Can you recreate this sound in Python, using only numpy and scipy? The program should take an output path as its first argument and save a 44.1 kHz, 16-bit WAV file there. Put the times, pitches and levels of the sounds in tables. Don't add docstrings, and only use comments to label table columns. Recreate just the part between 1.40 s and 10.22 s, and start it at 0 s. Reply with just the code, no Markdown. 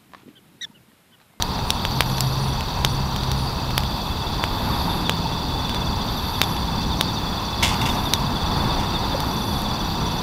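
import sys
import numpy as np
from scipy import signal
from scipy.fft import rfft, irfft, next_fast_len
from scipy.io import wavfile

SR = 44100
rng = np.random.default_rng(int(sys.argv[2]) if len(sys.argv) > 2 else 0)


def to_wav(sig):
    pcm = np.clip(np.atleast_2d(sig), -1, 1) * 32767
    pcm = np.round(pcm).astype(np.int16)
    wavfile.write(sys.argv[1], SR, pcm.T)


def gain_from_db(level_db):
    decades = np.asarray(level_db, float) / 20
    return 10 ** decades


N = 388962


def rms_one(x):
    return x / np.sqrt(np.mean(x ** 2) + 1e-20)


def in_time(rows):
    s, *columns = np.transpose(rows)
    return [np.interp(np.arange(N) / SR, s, column) for column in columns]


def drift(rate_hz):
    r = np.exp(-80 * np.pi * rate_hz / SR)
    noise = rng.standard_normal(N // 40 + 2002)
    slow = signal.lfilter([1], [1, -2 * r, r * r], noise)[2000:]
    return np.interp(np.arange(N) / 40, np.arange(len(slow)), rms_one(slow))


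def coloured(spectrum):
    hz, db = np.transpose(spectrum)
    size = next_fast_len(N)
    bins_hz = np.maximum(np.arange(size // 2 + 1) * SR / size, 1)
    gain = gain_from_db(np.interp(np.log(bins_hz), np.log(hz), db, left=-90))
    return rms_one(irfft(rfft(rng.standard_normal(size)) * gain, size)[:N])


def resonance(x, hz, width_hz):
    r = np.exp(-np.pi * width_hz / SR)
    zeros = np.array([1, 0, -1]) * (1 - r * r) / 2
    return signal.lfilter(zeros, [1, -2 * r * np.cos(2 * np.pi * hz / SR), r * r], x)


def add(out, start_s, sound):
    at = max(round(start_s * SR), 0)
    out[at:at + len(sound)] += sound[:N - at]


# start_s, ring_energy_db, ring_hz,
# body_energy_db, snap_energy_db
POPS = [(0.0237, 7, 4050, -26, 1), (0.3046, 11, 3740, -2, -11), (0.4516, 2, 3720, -2, -9),
        (0.6069, 13.5, 3400, 15, 4), (0.807, 5, 5340, -23, 5.5), (1.4486, 11.5, 3740, 4, -1),
        (1.9166, -1, 3950, -13.5, -5), (2.3795, 8.5, 3500, 0.5, 6), (3.0397, 1, 3700, 2.5, -11),
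        (3.6956, 7, 3800, 3, -7), (5.016, 14, 3760, 9.5, 7), (5.6108, 10.5, 3750, 3, 6),
        (6.7366, 13, 3980, 2, -12), (7.8041, -5.5, 3670, -30, -5), (0.191, -23, 2690, -1.5, -30),
        (8.2195, -22, 4740, -23, -10)]
# start_s, ring_energy_db, ring_hz
CRACKS = [(0.5114, -11, 4280), (0.7, -11, 4760), (0.783, -3.5, 4360), (1.2087, -5, 3320),
          (1.389, -14, 3810), (1.7624, -5, 3720), (1.8348, -9, 4720), (2.3073, -9, 3600),
          (2.4358, -7, 3430), (4.295, -5, 3530), (4.3465, -6, 4120), (5.1667, -9, 3430), (2.405, -13, 5200),
          (3.722, -17, 5200), (5.038, -6, 5200), (6.228, -11, 3500)]
CRACK_BODY_DB, CRACK_SNAP_DB = -7, -7
BODY_PER_RING = .37
# delay_s, level_db
ECHOES = [
    (.0026, -13),
    (.0152, -15),
    (.025, -26),
]


def pops():
    out, thrown, t = np.zeros(N), np.zeros(N), np.arange(2000) / SR
    per_sample = 1 / np.sqrt(len(t))
    cracks = [(s, db, hz, db + CRACK_BODY_DB, db + CRACK_SNAP_DB) for s, db, hz in CRACKS]
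    for start_s, ring_db, ring_hz, body_db, snap_db in POPS + cracks:
        depth = np.clip((body_db - ring_db + 13) / 11, 0, 1)

        body_hz = BODY_PER_RING * ring_hz
        body = -np.sin(2 * np.pi * body_hz * t) * np.exp(-t * body_hz * 3.2)

        slow_start = t - .00014 * depth * (1 - np.exp(-t / .00018))
        modes = np.sin(2 * np.pi * ring_hz * slow_start)
        modes += .7 * (1 - depth) * np.sin(2 * np.pi * 1.45 * ring_hz * t)
        ring = -modes * np.exp(-t / (.00068 - .00028 * depth))

        splinter_decay = np.exp(-t / .0014) + .05 * np.exp(-t / .013)
        splinters = rng.standard_normal(len(t)) * splinter_decay * np.minimum(t / .0003, 1)
        ring = rms_one(ring) + .35 * rms_one(resonance(splinters, ring_hz, 3500))

        pulse = -1. * (t == 0)
        snap = rms_one(resonance(pulse, 10500, 8000))
        snap += .55 * rms_one(resonance(splinters, 11500, 8000))

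        sound = gain_from_db(body_db - 0.5) * rms_one(body)
        sound += gain_from_db(ring_db + 1.5) * rms_one(ring)
        sound += gain_from_db(snap_db - 3.0) * rms_one(snap)
        add(out, start_s - .0002, per_sample * sound)
        add(thrown, start_s - .0002, per_sample * sound * (.25 + .75 * depth))
    dull = resonance(thrown, 4100, 4000)
    for delay_s, level_db in ECHOES:
        add(out, delay_s, gain_from_db(level_db) * dull)
    return out


def crackle(per_s, level_db):
    sizes = gain_from_db(1.6 * np.minimum(rng.exponential(1, N), 4)) * rng.choice([-1, 1], N)
    ticks = sizes * (rng.random(N) < per_s / SR)
    return gain_from_db(level_db) * resonance(ticks + 1e-18, 5000, 7000)


# start_s, peak_db, t60_s
SPITS = [
    (6.225, -16, 0.33),
    (6.275, -30, 0.31),
    (6.413, -29, 0.15),
    (6.454, -26, 0.42),
    (7.39, -35, 0.33),
]
# centre_hz, width_hz, level_db
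EMBER = [(760, 330, -4), (2100, 200, -1.5), (2760, 190, 0.5), (3460, 200, 0.5), (4940, 1600, -0.5),
         (10000, 13000, -8.5)]


def embers():
    swell, t = np.zeros(N), np.arange(SR // 2) / SR
    for start_s, peak_db, t60_s in SPITS:
        add(swell, start_s, gain_from_db(peak_db - 60 * t / t60_s) * np.minimum(t / .003, 1))
    grain_sizes = gain_from_db(5 * np.minimum(rng.exponential(1, N), 2.5))
    grains = .6 + grain_sizes * (rng.random(N) < .03)
    noise = rng.standard_normal(N) * gain_from_db(2.2 * drift(160)) * grains
    hiss = np.zeros(N)
    for k, (hz, width_hz, level_db) in enumerate(EMBER):
        hiss += (-1) ** k * gain_from_db(level_db) * rms_one(resonance(noise, hz, width_hz))
    return swell * rms_one(hiss)


# start_s, peak_db, pitch_hz
KNOCKS = [
    (3.478, -20, 880),
    (3.856, -18.5, 900),
    (7.746, -16, 540),
]


def knocks():
    out, t = np.zeros(N), np.arange(SR // 2) / SR
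    for start_s, peak_db, hz in KNOCKS:
        envelope = (t / .0035) * np.exp(1 - t / .0035)
        add(out, start_s, gain_from_db(peak_db) * envelope * np.sin(2 * np.pi * hz * t))
    return out


UNEVEN_S, UNEVEN_DB = .002, 2.4


def notes(phrases, spacing_s, start_hz, end_hz, length_s):
    out, shape = np.zeros(N), np.linspace(0, 1, round(length_s * SR))
    for first_s, last_s, peak_db in phrases:
        count = round((last_s - first_s) / spacing_s) + 1
        for s in np.linspace(first_s, last_s, count):
            detune, turn, late, strong = rng.standard_normal(4)
            hz = (start_hz + (end_hz - start_hz) * shape ** 1.5) * (1 + .005 * detune)
            tone = np.sin(2 * np.pi * np.cumsum(hz) / SR + 3 * turn)
            stroke = gain_from_db(peak_db + UNEVEN_DB * strong) * np.sin(np.pi * shape) * tone
            add(out, s + UNEVEN_S * late - length_s / 2, stroke)
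    return out


# first_note_s, last_note_s, peak_db
CHIRPS = [(2.46, 3.24, -33), (3.722, 4.524, -32), (5.124, 5.442, -32), (5.825, 6.403, -31),
          (6.775, 7.264, -31), (7.865, 8.76, -31.5)]
# first_note_s, last_note_s, peak_db
SWEEPS = [(3.334, 3.668, -31.5), (4.608, 5.038, -31.5), (5.533, 5.776, -30), (6.425, 6.75, -30.5),
          (7.305, 7.815, -31)]


def near_cricket():
    song = notes(CHIRPS, spacing_s=.0505, start_hz=3545, end_hz=3340, length_s=.028)
    song += gain_from_db(2) * notes(SWEEPS, spacing_s=.084, start_hz=3760, end_hz=3250, length_s=.046)
    for delay_s, level_db in [(.013, -16), (.037, -18)]:
        add(song, delay_s, gain_from_db(level_db) * song.copy())
    return song


# start_s, end_s, peak_db
QUICK_TRILLS = [(.32, .52, -33), (.62, .84, -33), (1.05, 1.22, -33), (1.46, 1.62, -33)]


def second_cricket():
    out, t = np.zeros(N), np.arange(N) / SR
    for start_s, end_s, peak_db in QUICK_TRILLS:
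        short = t[:round((end_s - start_s) * SR)]
        swell = np.sqrt(np.sin(np.pi * short / (end_s - start_s)))
        strokes = np.maximum(np.sin(2 * np.pi * 42.5 * short), 0)
        add(out, start_s, gain_from_db(peak_db) * swell * strokes * np.sin(2 * np.pi * 3455 * short))
    strokes = np.maximum(np.sin(2 * np.pi * np.cumsum(19.5 + 1.46 * drift(1.97)) / SR), 0)
    tone = np.sin(2 * np.pi * np.cumsum(3487 + 8 * drift(10)) / SR)
    enters = np.clip((t - 2.3) / 0.52, 0, 1)
    return out + gain_from_db(-34.5 + 3.7 * drift(4.1)) * enters * strokes * tone


# start_s, length_s, teeth_per_s, level_db, wing_hz
BUZZES = [(.38, .61, 236, -48.5, 11650), (3.04, .6, 230, -49.5, 11450), (4.64, .57, 257, -47, 11600),
          (6.26, .54, 228, -46, 11900), (7.7, .56, 228, -46.5, 11700), (2.3, .48, 236, -55, 12050)]
ZIPS = [(.24, 0.16, 281, -57, 9900), (.98, 0.16, 295, -53, 10150), (1.47, 0.1, 288, -52, 10400),
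        (1.95, .16, 284, -52.5, 10280), (7.15, 0.12, 304, -55, 11250), (7.97, .12, 286, -59, 10200)]
FAR_BUZZES = [(8.36, .18, 238, -55, 12000), (8.62, .2, 238, -56, 11250)]
# share_of_length, level_db, resonance_ratio
BUZZ_SHAPE = [(0, -13, 1.07), (.2, -3, 1.1), (.36, -2, 1.055), (.52, -.5, 1.005), (.88, -.5, .995),
              (1, -12, .99)]
ZIP_SHAPE = [(0, -9, 1.005), (.27, 3, 0.95), (.68, 0, 1.05), (1, -12, .99)]
FAR_SHAPE = [(0, -4, .955), (.6, -.5, 1.025), (1, -5, 1.035)]
WING_DECAY_S = [
    .00027,
    .00015,
    .0009,
]


def katydids():
    out, t = np.zeros(N), np.arange(N) / SR
    kinds = zip([BUZZES, ZIPS, FAR_BUZZES], [BUZZ_SHAPE, ZIP_SHAPE, FAR_SHAPE], WING_DECAY_S)
    for calls, shape, decay_s in kinds:
        share, shape_db, ratio = np.transpose(shape)
        for start_s, length_s, teeth_per_s, level_db, wing_hz in calls:
            on = (t >= start_s) & (t <= start_s + length_s)
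            progress = (t[on] - start_s) / length_s
            db = level_db + np.interp(progress, share, shape_db)
            hz = wing_hz * np.interp(progress, share, ratio)
            teeth, since = np.divmod(t[on] * teeth_per_s, 1)
            since_s = since / teeth_per_s
            slip = .36 * rng.standard_normal(3000)[teeth.astype(int)]
            ring = np.sin(2 * np.pi * hz * since_s + slip)
            ring += .35 * np.sin(2 * np.pi * .93 * hz * since_s + slip)
            out[on] += gain_from_db(db) * rms_one(since_s * np.exp(-since_s / decay_s) * ring)
    out *= gain_from_db(2.0 * drift(30))
    direct = out.copy()
    for delay_s in rng.uniform(.001, .03, 6):
        add(out, delay_s, gain_from_db(-10) * direct)
    return out * gain_from_db(2.0)


# time_s, lag_strokes, peak_db
TRILL = [(0, -.26, -49), (.8, -.37, -41), (1.2, -0.48, -43.5), (1.6, -.61, -44), (2.2, -0.26, -47.5),
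         (3.2, -0.74, -47), (4.0, -0.75, -46), (5.6, -0.69, -44), (7.0, -.54, -44), (7.6, -0.58, -44.5),
         (8.4, -0.45, -42), (8.82, -0.34, -42)]
TRILL_PER_S = 18.87


def high_cricket():
    lag, db = in_time(TRILL)
    cycle = (TRILL_PER_S * np.arange(N) / SR - lag + 0.26) % 1
    stroke = np.exp(-((cycle - .13) / .11) ** 2)
    stroke += gain_from_db(-2.5 + 1.4 * drift(11)) * np.exp(-((cycle - .45) / 0.21) ** 2)
    hz = 5862 - 70 * cycle + 12 * drift(8)
    tone = np.sin(2 * np.pi * np.cumsum(hz) / SR)
    rasp = .5 * rms_one(resonance(rng.standard_normal(N), 5780, 350))
    return gain_from_db(db + 3.0 + 1.6 * drift(30)) * stroke * (tone + rasp)


# centre_hz, width_hz, strokes_per_s, stroke_depth (0-1), level_db
VOICES = [
    (2626, 190, 72, 0.2, -43.5),
    (3600, 800, 69, 0.2, -34.5),
    (4558, 590, 89, 0.2, -33),
]


def chorus():
    out = np.zeros(N)
    for hz, width_hz, strokes_per_s, depth, level_db in VOICES:
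        band = resonance(rng.standard_normal(N), hz, width_hz)
        band = resonance(band, hz, width_hz * 1.02)
        rate = strokes_per_s * (1 + 0.0425 * drift(2.7))
        strokes = 1 + depth * np.sin(2 * np.pi * np.cumsum(rate) / SR)
        out += gain_from_db(level_db - 3.5 + 1.26 * drift(10.6)) * rms_one(band * strokes)
    return out


# start_s, length_s, pitch_hz, peak_db
DRONES = [(0.38, 0.95, 131, -25), (1.36, 0.43, 132.5, -25), (1.71, 0.45, 132, -28), (2.07, 0.45, 131, -28),
          (.2, 3.3, 65, -34), (3.34, 0.78, 168, -31.5), (5.0, 1.06, 170.5, -37.5), (6.3, 0.7, 110, -38),
          (8.3, 0.57, 167.5, -30.5), (5.5, 2.6, 204, -37.5), (7.8, 0.79, 207, -34), (4.4, 11.7, 737, -46.5)]


def engines():
    out, t = np.zeros(N), np.arange(N) / SR
    waver = gain_from_db(1.2 * drift(5))
    wobble = np.cumsum(1.2 * drift(4)) / SR
    for start_s, length_s, hz, peak_db in DRONES:
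        swell = np.sin(np.pi * np.clip((t - start_s) / length_s, 0, 1)) ** 1.08
        tone = np.sin(2 * np.pi * (hz * t + wobble * hz / 150))
        out += np.sqrt(2) * gain_from_db(peak_db) * swell * waver * tone
    return out


# time_s, level_db
TRAFFIC = [(0.0, -33), (1.4, -32.5), (2.85, -33.5), (3.14, -30.5), (3.44, -29.5), (3.95, -34), (4.35, -32),
           (5.72, -32), (6.16, -31.5), (6.36, -28.5), (6.88, -31), (7.27, -27.5), (7.59, -28.5),
           (7.76, -29.5), (8.06, -31), (8.82, -31)]
# frequency_hz, density_db (per Hz)
RUMBLE = [(12, -32), (20, -2), (65, 1), (157, -2.5), (203, -5), (312, -12.5), (600, -18), (780, -49),
          (1320, -120)]
ROAR = [(300, -7.5), (500, -12.5), (700, -1.5), (930, 5), (1200, -3), (1600, -10.5), (2200, -16.5),
        (3500, -22.5), (6000, -34)]
RUMBLE_DB, RUMBLE_FOLLOWS = -26.5, 0.45
UPPER_RUMBLE_S, UPPER_RUMBLE_DB = 2.5, -35.5


def traffic():
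    roar_db, = in_time(TRAFFIC)
    rumble_db = RUMBLE_DB + RUMBLE_FOLLOWS * (roar_db - roar_db.mean())
    out = gain_from_db(rumble_db + 0.66 * drift(2.5)) * coloured(RUMBLE)
    out += gain_from_db(roar_db + 1.5 + 0.66 * drift(15)) * coloured(ROAR)
    arrives = np.clip((np.arange(N) / SR - UPPER_RUMBLE_S) / 0.79, 0, 1)
    upper_rumble = resonance(resonance(rng.standard_normal(N), 200, 186), 200, 186)
    return out + arrives * gain_from_db(UPPER_RUMBLE_DB + 1.7 * drift(2.6)) * rms_one(upper_rumble)


# frequency_hz, density_db (per Hz)
AIR = [(1500, -25), (2500, -13.5), (5500, 5.5), (7000, 4), (9000, 0), (12000, 5), (15500, 3.5)]


def night_air():
    return gain_from_db(-46) * coloured(AIR)


def scene():
    fire = pops() + crackle(per_s=20, level_db=-31) + embers() + knocks()
    insects = near_cricket() + second_cricket() + katydids() + high_cricket() + chorus()
    road = engines() + traffic()
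    return (fire + insects + road + night_air())[None]


def roll_off(x):
    return signal.sosfilt(signal.butter(12, 16660, fs=SR, output="sos"), x)


def record(dry):
    low_pass = signal.cheby2(16, 40, 15900, fs=SR, output="sos")
    mix = np.clip(signal.sosfilt(low_pass, dry), -1, 1)
    return roll_off(mix)


dry = scene()
out = record(dry)
to_wav(out)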